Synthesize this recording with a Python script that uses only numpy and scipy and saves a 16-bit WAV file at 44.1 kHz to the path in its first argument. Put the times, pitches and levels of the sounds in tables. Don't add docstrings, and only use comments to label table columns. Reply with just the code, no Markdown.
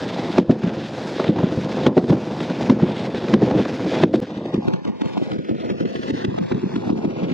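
import sys
import numpy as np
from scipy import signal
from scipy.fft import rfft, irfft, next_fast_len
from scipy.io import wavfile
from scipy.ndimage import uniform_filter1d

SR = 44100
rng = np.random.default_rng(int(sys.argv[2]) if len(sys.argv) > 2 else 0)


def store_wav(level_fs):
    pcm = np.round(np.clip(np.atleast_2d(level_fs), -1, 1) * 32767)
    wavfile.write(sys.argv[1], SR, pcm.T.astype(np.int16))


N = 323253
TIME_S = np.arange(N) / SR
SPED_UP_FROM_S = 4.2027


def undb(db):
    return 10 ** (np.asarray(db) / 20)


def unit(x):
    return x / np.sqrt(np.mean(x ** 2))


def curves(table):
    times_s, *columns = np.transpose(table)
    return [np.interp(TIME_S, times_s, column) for column in columns]


def walk(rate_hz):
    hold = int(SR / rate_hz)
    steps = np.repeat(rng.standard_normal(N // hold + 1), hold)
    return 1.01 * uniform_filter1d(uniform_filter1d(steps, hold), hold)[:N]


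def grains(per_s, scatter_db):
    hit = rng.random(N) < per_s / SR
    return unit(hit * rng.standard_normal(N) * undb(scatter_db * rng.exponential(size=N)))


def soften(x, hz):
    return signal.lfilter(*signal.butter(2, hz, fs=SR), x)


def ring(x, modes, tilt_db=0, width_scale=1):
    tilt_db = np.broadcast_to(tilt_db, (len(modes), len(x)))
    out = np.zeros(len(x))
    for k, (hz, width_hz, db) in enumerate(modes):
        resonance = signal.iirpeak(hz, hz / width_hz / width_scale, SR)
        out += (-1) ** k * undb(db + tilt_db[k]) * signal.lfilter(*resonance, x)
    return out


def add(out, start_s, sound, db, window_s):
    start = int(start_s * SR)
    peak_power = uniform_filter1d(sound ** 2, int(window_s * SR)).max()
    out[start:start + len(sound)] += undb(db) * sound / np.sqrt(peak_power)


# frequency in Hz, width in Hz, level in dB.
BODY_MODES = [(98.4, 71, -13), (137.4, 62, -4.5), (179.2, 22, 0), (213.3, 23.3, 0.5), (259.4, 31.3, -1),
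              (306.1, 23.1, 0), (357, 50, 0.5), (410.3, 124, -3.5), (525.5, 61, -4)]
GROWL_MODES = [(619.5, 117, -1), (778, 192, 2), (890, 334, -1)]
# time in seconds, body in dB, growl in dB, scrape in dB, hiss in dB re scrape.
ROLLING_LEVELS = [(0, -26.5, -34, -34, -7), (.14, -26.5, -31.5, -34.5, -8), (.38, -27, -28.5, -34, -8),
                  (.8, -26.5, -34, -37.5, -9.5), (1.1, -28, -31.5, -37.5, -4),
                  (1.27, -22, -30.5, -36.5, -13.5), (1.6, -27.5, -35, -38.5, -7.5),
                  (1.85, -22, -28.5, -35, -9), (2.3, -28.5, -34, -40.5, -5.5),
                  (2.6, -26.5, -32, -34.5, -6.5), (3.0, -28, -32.5, -37, -9.5),
                  (3.6, -22, -31.5, -34.5, -8), (3.82, -25, -33.5, -35, -8.5),
                  (3.98, -23, -28.5, -27.5, -12), (4.2, -20, -32.5, -35, -6), (4.25, -30, -39, -43.5, -12),
                  (4.9, -31.5, -32, -42.5, -10), (5.3, -30, -41.5, -42, -9.5),
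                  (5.7, -28.5, -36.5, -39.5, -9), (6.0, -30, -35.5, -39, -9.5),
                  (6.22, -29.5, -33, -33.5, -11), (6.32, -29.5, -36, -41.5, -10),
                  (6.6, -32.5, -38, -44, -7.5), (7.0, -26, -32.5, -41.5, -6.5),
                  (7.33, -26.5, -35, -34, -13)]


def rumble(roughness):
    body_db, growl_db, _, _ = curves(ROLLING_LEVELS)
    knocks = grains(per_s=900, scatter_db=1.2) * undb(1.6 * roughness + 1.1 * walk(30))
    knocks = soften(knocks, hz=1260)
    rebound = undb(-16) * swell(THUD_COLUMN, rise_s=0.0042, fall_s=0.024)
    body_gain = undb(body_db + 0.31 * hop_db()) + rebound
    growl_gain = undb(growl_db + 0.82 * hop_db())
    return body_gain * unit(ring(knocks, BODY_MODES)) + growl_gain * unit(ring(knocks, GROWL_MODES))


# frequency in Hz, width in Hz, level in dB.
GRIT_MODES = [(1507, 485, 3.5), (2050, 374, 6.5), (2404, 590, 3.5), (3494, 760, 3.5), (4400, 2110, -8.5)]
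HISS_MODES = [(4960, 1140, -2), (7290, 2930, -12.5)]
# time in seconds, gain in dB.
GRIT_SHINE = [(0, 0.5), (1.05, 1), (1.24, 0), (1.35, 0.5), (2.8, -1), (3.0, 5), (3.1, 1.5), (3.19, 3.5),
              (3.3, 0), (7.33, -1)]


def scrape(roughness):
    _, _, scrape_db, hiss_db = curves(ROLLING_LEVELS)
    grit = grains(per_s=9000, scatter_db=-0.1) * undb(0.21 * roughness + 2.2 * walk(70))
    hiss = unit(unit(ring(grit, HISS_MODES)) + undb(4.5) * grit) * undb(1.4 * walk(14))
    colour_db = 1.26 * np.array([walk(9) for _ in GRIT_MODES])
    colour_db[3] += curves(GRIT_SHINE)[0]
    rasp = unit(ring(soften(grit, hz=6700), GRIT_MODES, colour_db))
    contact = undb(scrape_db + hop_db() + 0.53 * walk(5.4))
    dig_in = undb(-28) * swell(CRACK_COLUMN, rise_s=0.075, fall_s=0.016)
    return (contact + dig_in) * (rasp + undb(hiss_db) * hiss)


# time in seconds, thud level in dB, centre in Hz,
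# rattle T60 in seconds, crack level in dB.
WHEEL_BLOWS = [(0.189, -17.5, 390, 0.53, -39), (0.296, -21, 296, 0.15, -37), (0.383, -2.5, 330, 0.1, -16),
               (0.498, -3, 301, 0.14, -36), (0.636, -10, 210, 0.2, -34), (0.67, -13, 198, .3, -53),
               (1.162, -23.5, 304, 0.14, -42), (1.199, -12, 416, 0.36, -21.5), (1.243, -25, 400, .1, -25.5),
               (1.288, -4, 242, 0.094, -43), (1.362, -20.5, 400, 0.14, -33), (1.389, -14, 374, 0.16, -26.5),
               (1.435, -6.5, 216, 0.31, -32.5), (1.579, -12.5, 197, 0.41, -45),
               (1.866, -4.5, 328, 0.3, -15.5), (1.873, -10.5, 146, 0.17, -48),
               (1.971, -4.5, 310, 0.14, -33.5), (1.979, -8.5, 335, 0.33, -23),
               (2.041, -15.5, 244, 0.19, -38), (2.098, -6.5, 280, 0.2, -31), (2.104, -10, 115.3, .2, -26.5),
               (2.127, -9, 310, 0.25, -30.5), (2.311, -21.5, 300, 0.079, -36),
               (2.405, -19.5, 287, 0.33, -27), (2.5, -15.5, 243, 0.2, -28.5), (2.611, -15, 448, 0.057, -35),
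               (2.699, -1.5, 202, 0.46, -17), (2.825, -4, 175, 0.35, -34), (3.147, -19, 302, 0.12, -31),
               (3.242, -19.5, 350, .08, -34), (3.284, -17, 265, 0.33, -29.5), (3.339, -4, 210, 0.11, -16),
               (3.424, -7.5, 290, 0.053, -50), (3.512, -13, 400, 0.24, -27), (3.555, -8.5, 220, 0.2, -43),
               (3.589, -16, 300, .2, -47), (3.653, -24, 250, 0.3, -27), (3.864, -14.5, 310, 0.77, -36),
               (4.036, -3.5, 314, 0.064, -16), (4.141, -4.5, 312, 0.096, -28), (4.224, -26, 306, 0.18, -48),
               (4.377, -19.5, 297, .1, -38.5), (4.46, -24, 398, .1, -39), (4.544, -12.5, 273, 0.18, -29),
               (4.585, -13, 242, .27, -51), (4.654, -21, 200, .1, -51), (4.684, -9, 254, 0.12, -27),
               (4.739, -12.5, 211, 0.027, -27.5), (4.852, -20.5, 312, 0.12, -32.5),
               (4.878, -16.5, 284, 0.11, -37), (4.897, -16.5, 230, 0.052, -48),
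               (5.018, -13, 295, 0.12, -27), (5.042, -28, 308, 0.073, -51),
               (5.059, -14.5, 210, 0.082, -33.5), (5.177, -12, 330, 0.1, -28),
               (5.222, -14, 270, 0.082, -50), (5.319, -27, 284, 0.1, -26.5), (5.335, -18, 252, .1, -35),
               (5.359, -21, 250, 0.073, -51), (5.389, -17, 225, 0.1, -36.5),
               (5.449, -27.5, 280, .08, -38.5), (5.494, -14, 300, 0.1, -35), (5.52, -14, 200, .1, -48),
               (5.551, -21, 280, .1, -40), (5.602, -29, 260, 0.084, -36), (5.704, -13.5, 249, 0.16, -29),
               (5.808, -15, 243, 0.15, -30), (5.826, -17, 260, .06, -41), (5.857, -15.5, 272, .06, -32.5),
               (5.96, -18.5, 330, 0.3, -27.5), (6, -19, 240, .08, -49), (6.034, -34, 300, 0.09, -30),
               (6.085, -23, 300, .1, -32), (6.107, -15, 320, .15, -27.5), (6.134, -20.5, 210, .09, -46),
               (6.145, -21, 230, .09, -49), (6.25, -14, 330, .06, -23), (6.271, -21, 200, 0.06, -47),
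               (6.289, -18, 135, .15, -52), (6.387, -14, 360, 0.061, -27.5), (6.411, -18, 233, .1, -55),
               (6.522, -11.5, 330, 0.18, -28), (6.547, -13.5, 199, 0.19, -37.5),
               (6.577, -23.5, 300, 0.068, -44), (6.638, -15.5, 246, 0.056, -43),
               (6.66, -14.5, 210, 0.08, -44), (6.74, -22, 250, .06, -37), (6.762, -15, 290, 0.099, -27),
               (6.777, -20.5, 240, .1, -48), (6.874, -17, 199, 0.19, -39), (6.902, -10.5, 330, 0.052, -32),
               (6.928, -12.5, 260, 0.16, -41), (7.051, -14, 330, 0.08, -34.5), (7.076, -15, 215, 0.16, -45),
               (7.23, -18.5, 226, .12, -52), (7.32, -17, 300, .1, -37)]
THUD_COLUMN, CRACK_COLUMN = 1, 4
FRAME_SWAY = (72, 29, -8.5)


def thuds():
    out = np.zeros(N + SR)
    t = np.arange(SR // 4) / SR
    modes = [FRAME_SWAY] + BODY_MODES + GROWL_MODES
    mode_hz = np.array(modes)[:, 0]
    for at_s, db, centre_hz, t60_s, _ in WHEEL_BLOWS:
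        if at_s < SPED_UP_FROM_S:
            rolloff_db, rattle_db, width_scale, lead_s = 7, -3, 0.81, 0.003447
        else:
            rolloff_db, rattle_db, width_scale, lead_s = 12, -9, 1.4, 0.007
        push = 3.2 * np.exp(-t / 0.00047)
        envelope = np.minimum(t / 0.0069, 1) * np.exp(-np.log(1000) * t / t60_s)
        rattle = undb(rattle_db) * rng.standard_normal(len(t)) * envelope
        scatter_db = 3 * rng.standard_normal(len(modes))
        tilt_db = scatter_db - rolloff_db * np.log2(mode_hz / centre_hz) ** 2
        thud = ring(soften(push + rattle, hz=1200), modes, tilt_db[:, None], width_scale)
        add(out, at_s - lead_s, thud, db, window_s=0.0017)
    return out[:N]


def swell(level_column, rise_s, fall_s):
    return sum(undb(db) * np.exp(np.minimum((TIME_S - at_s) / rise_s, (at_s - TIME_S) / fall_s))
               for at_s, db in np.array(WHEEL_BLOWS)[:, [0, level_column]])


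# frequency in Hz, width in Hz, level in dB.
SNAP_MODES = [(940, 365, 8), (2050, 1210, 1.5), (3630, 840, -0.5), (5850, 1100, -13), (11300, 3200, -21)]


def cracks():
    out = np.zeros(N + SR)
    t = np.arange(-SR // 50, SR // 30) / SR
    octaves = np.log2(np.array(SNAP_MODES)[:, :1] / 2000)
    for at_s, *_, db in WHEEL_BLOWS:
        sped_up = at_s >= SPED_UP_FROM_S
        rise_s, fall_s, db_per_octave = (0.0035, 0.002, 1) if sped_up else (0.0012, 0.0025, 0)
        envelope = np.exp(np.minimum(t / rise_s, -t / fall_s)) + 0.05 * np.exp(-abs(t) / 0.015)
        crunch = soften(rng.standard_normal(len(t)) * envelope, hz=6950)
        add(out, at_s + t[0], ring(crunch, SNAP_MODES, db_per_octave * octaves), db, window_s=0.0089)
    return out[:N]


# take-off in seconds, touchdown in seconds, contact loss in dB.
WHEEL_HOPS = [(0.399, 0.508, 17), (0.513, 0.64, 10), (1.3, 1.376, 10.5), (1.879, 1.98, 22),
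              (1.991, 2.092, 11), (2.16, 2.236, 3), (2.721, 2.8, 8), (3.064, 3.16, 5.5), (3.342, 3.422, 10),
              (4.032, 4.154, 20.5), (4.158, 4.219, 14.5), (4.41, 4.463, 4.5), (4.579, 4.62, 13),
              (4.763, 4.872, 10), (4.894, 5.01, 10), (5.365, 5.483, 9), (5.184, 5.206, 6),
              (5.516, 5.601, 9), (5.665, 5.694, 8.5), (5.718, 5.797, 4.5), (5.835, 5.87, 13),
              (5.972, 6.012, 5), (6.107, 6.147, 14), (6.231, 6.301, 12), (6.387, 6.427, 8.5),
              (6.526, 6.573, 7), (6.912, 6.979, 7.5), (7.056, 7.106, 7.5), (7.117, 7.17, 7.5),
              (7.244, 7.3, 5)]


def hop_db(lift_s=0.014, settle_s=0.029):
    return -sum(loss_db * np.clip(np.minimum((TIME_S - off_s) / lift_s, (down_s - TIME_S) / settle_s), 0, 1)
                for off_s, down_s, loss_db in WHEEL_HOPS)


# frequency in Hz, gain in dB.
HOUSING_RESPONSE = [(20, -27), (60, 0), (110, 1), (6000, -6.5), (8000, -2.5), (9200, -18.5), (10200, -12.5),
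                    (11200, -24), (12000, -22), (15000, -43)]


def housing(x):
    size = next_fast_len(N)
    bin_hz = np.arange(size // 2 + 1) * SR / size
    hz, db = np.transpose(HOUSING_RESPONSE)
    gain = undb(np.interp(np.log(bin_hz + 1), np.log(hz), db))
    return irfft(rfft(x, size) * gain, size)[:N]


def dropout(fade_s=0.02):
    since_s = TIME_S - SPED_UP_FROM_S
    return np.where(since_s < 0, 1, np.clip(since_s / fade_s, 0, 1) ** 2)


# start in seconds, low edge in Hz, high edge in Hz,
# low edge drift in Hz per second, phase lag in radians.
PHASE_SLIPS = [(4.27, 1350, 1750, -250, 2.2), (4.3, 2050, 2450, 0, -2), (4.53, 750, 790, -5000, -2.5),
               (4.62, 1750, 2200, 0, 3), (4.7, 2200, 2550, 0, .8), (4.87, 1800, 2800, 0, -1.1),
               (5.05, 800, 1200, -1500, 0), (5.17, 1750, 2000, 0, -2.5), (5.3, 720, 1200, 0, -2.7),
               (5.31, 0, 720, 0, -1.9), (5.42, 1850, 2900, 0, .6), (5.72, 2050, 2550, 0, -2.7),
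               (5.86, 1050, 1150, -2000, 2.95), (5.85, 1650, 2050, 0, .2), (5.93, 0, 550, 0, 1.6),
               (5.93, 1060, 1600, -1700, 2.5), (6.08, 0, 480, 0, -1.1), (6.11, 950, 1400, 2500, 2.9),
               (6.14, 620, 800, -1150, 3.05), (6.15, 860, 1000, -1250, 2.5), (6.16, 1450, 1950, 0, .7),
               (6.3, 980, 1350, -500, 1.2), (6.31, 1350, 1520, 0, -2.4), (6.38, 1680, 2900, 0, .5),
               (6.5, 1150, 1650, 0, -1.1), (6.5, 0, 450, 0, -1.1), (6.72, 1050, 1450, 0, 1.4),
               (6.76, 1450, 2300, 0, 2.4), (6.93, 1900, 2600, 0, -2), (7.07, 430, 1000, 0, -1.9)]


def phase_slips(x):
    hz, frame_s, spectrum = signal.stft(x, SR, nperseg=2048, noverlap=1792)
    patches = list(PHASE_SLIPS)
    for when, height, width, turn in rng.random((450, 4)):
        start_s = SPED_UP_FROM_S + 0.04 + 3.4 * when ** 1.3
        low_hz = 2600 + 12600 * height
        patches.append((start_s, low_hz, low_hz + 100 + 400 * width, 0, 2 * np.pi * turn))
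    wobbles = 140 * uniform_filter1d(rng.standard_normal((len(patches), 2, len(frame_s))), 14, axis=2)
    lag = np.zeros(spectrum.shape)
    for (start_s, low_hz, high_hz, drift_hz_per_s, radians), wobble in zip(sorted(patches), wobbles):
        first = np.searchsorted(frame_s, start_s)
        low_wobble_hz, high_wobble_hz = wobble[:, first:] * (1 + low_hz / 2500)
        drifted_hz = low_hz + drift_hz_per_s * (frame_s[first:] - start_s)
        bottom_hz = np.where(drifted_hz > 0, drifted_hz + low_wobble_hz, -1)
        if not drift_hz_per_s:
            bottom_hz = np.maximum(bottom_hz, 0.8 * low_hz - 200)
        top_hz = np.minimum(high_hz + high_wobble_hz, 1.2 * high_hz + 200)
        inside = (hz[:, None] >= bottom_hz) & (hz[:, None] < top_hz)
        lag[:, first:][inside] = radians
    return signal.istft(spectrum * np.exp(-1j * lag), SR, nperseg=2048, noverlap=1792)[1][:N]


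def scene():
    roughness = walk(14)
    return rumble(roughness) + scrape(roughness) + thuds() + cracks()


def record(dry):
    overloaded = np.tanh(0.86 * housing(dry)) / 0.77
    left = overloaded * dropout()
    right = phase_slips(left)
    low_pass = signal.ellip(8, 0.2, 70, 15200, fs=SR, output="sos")
    return signal.sosfilt(low_pass, np.array([left, right]))


dry = scene()
out = record(dry)
store_wav(out)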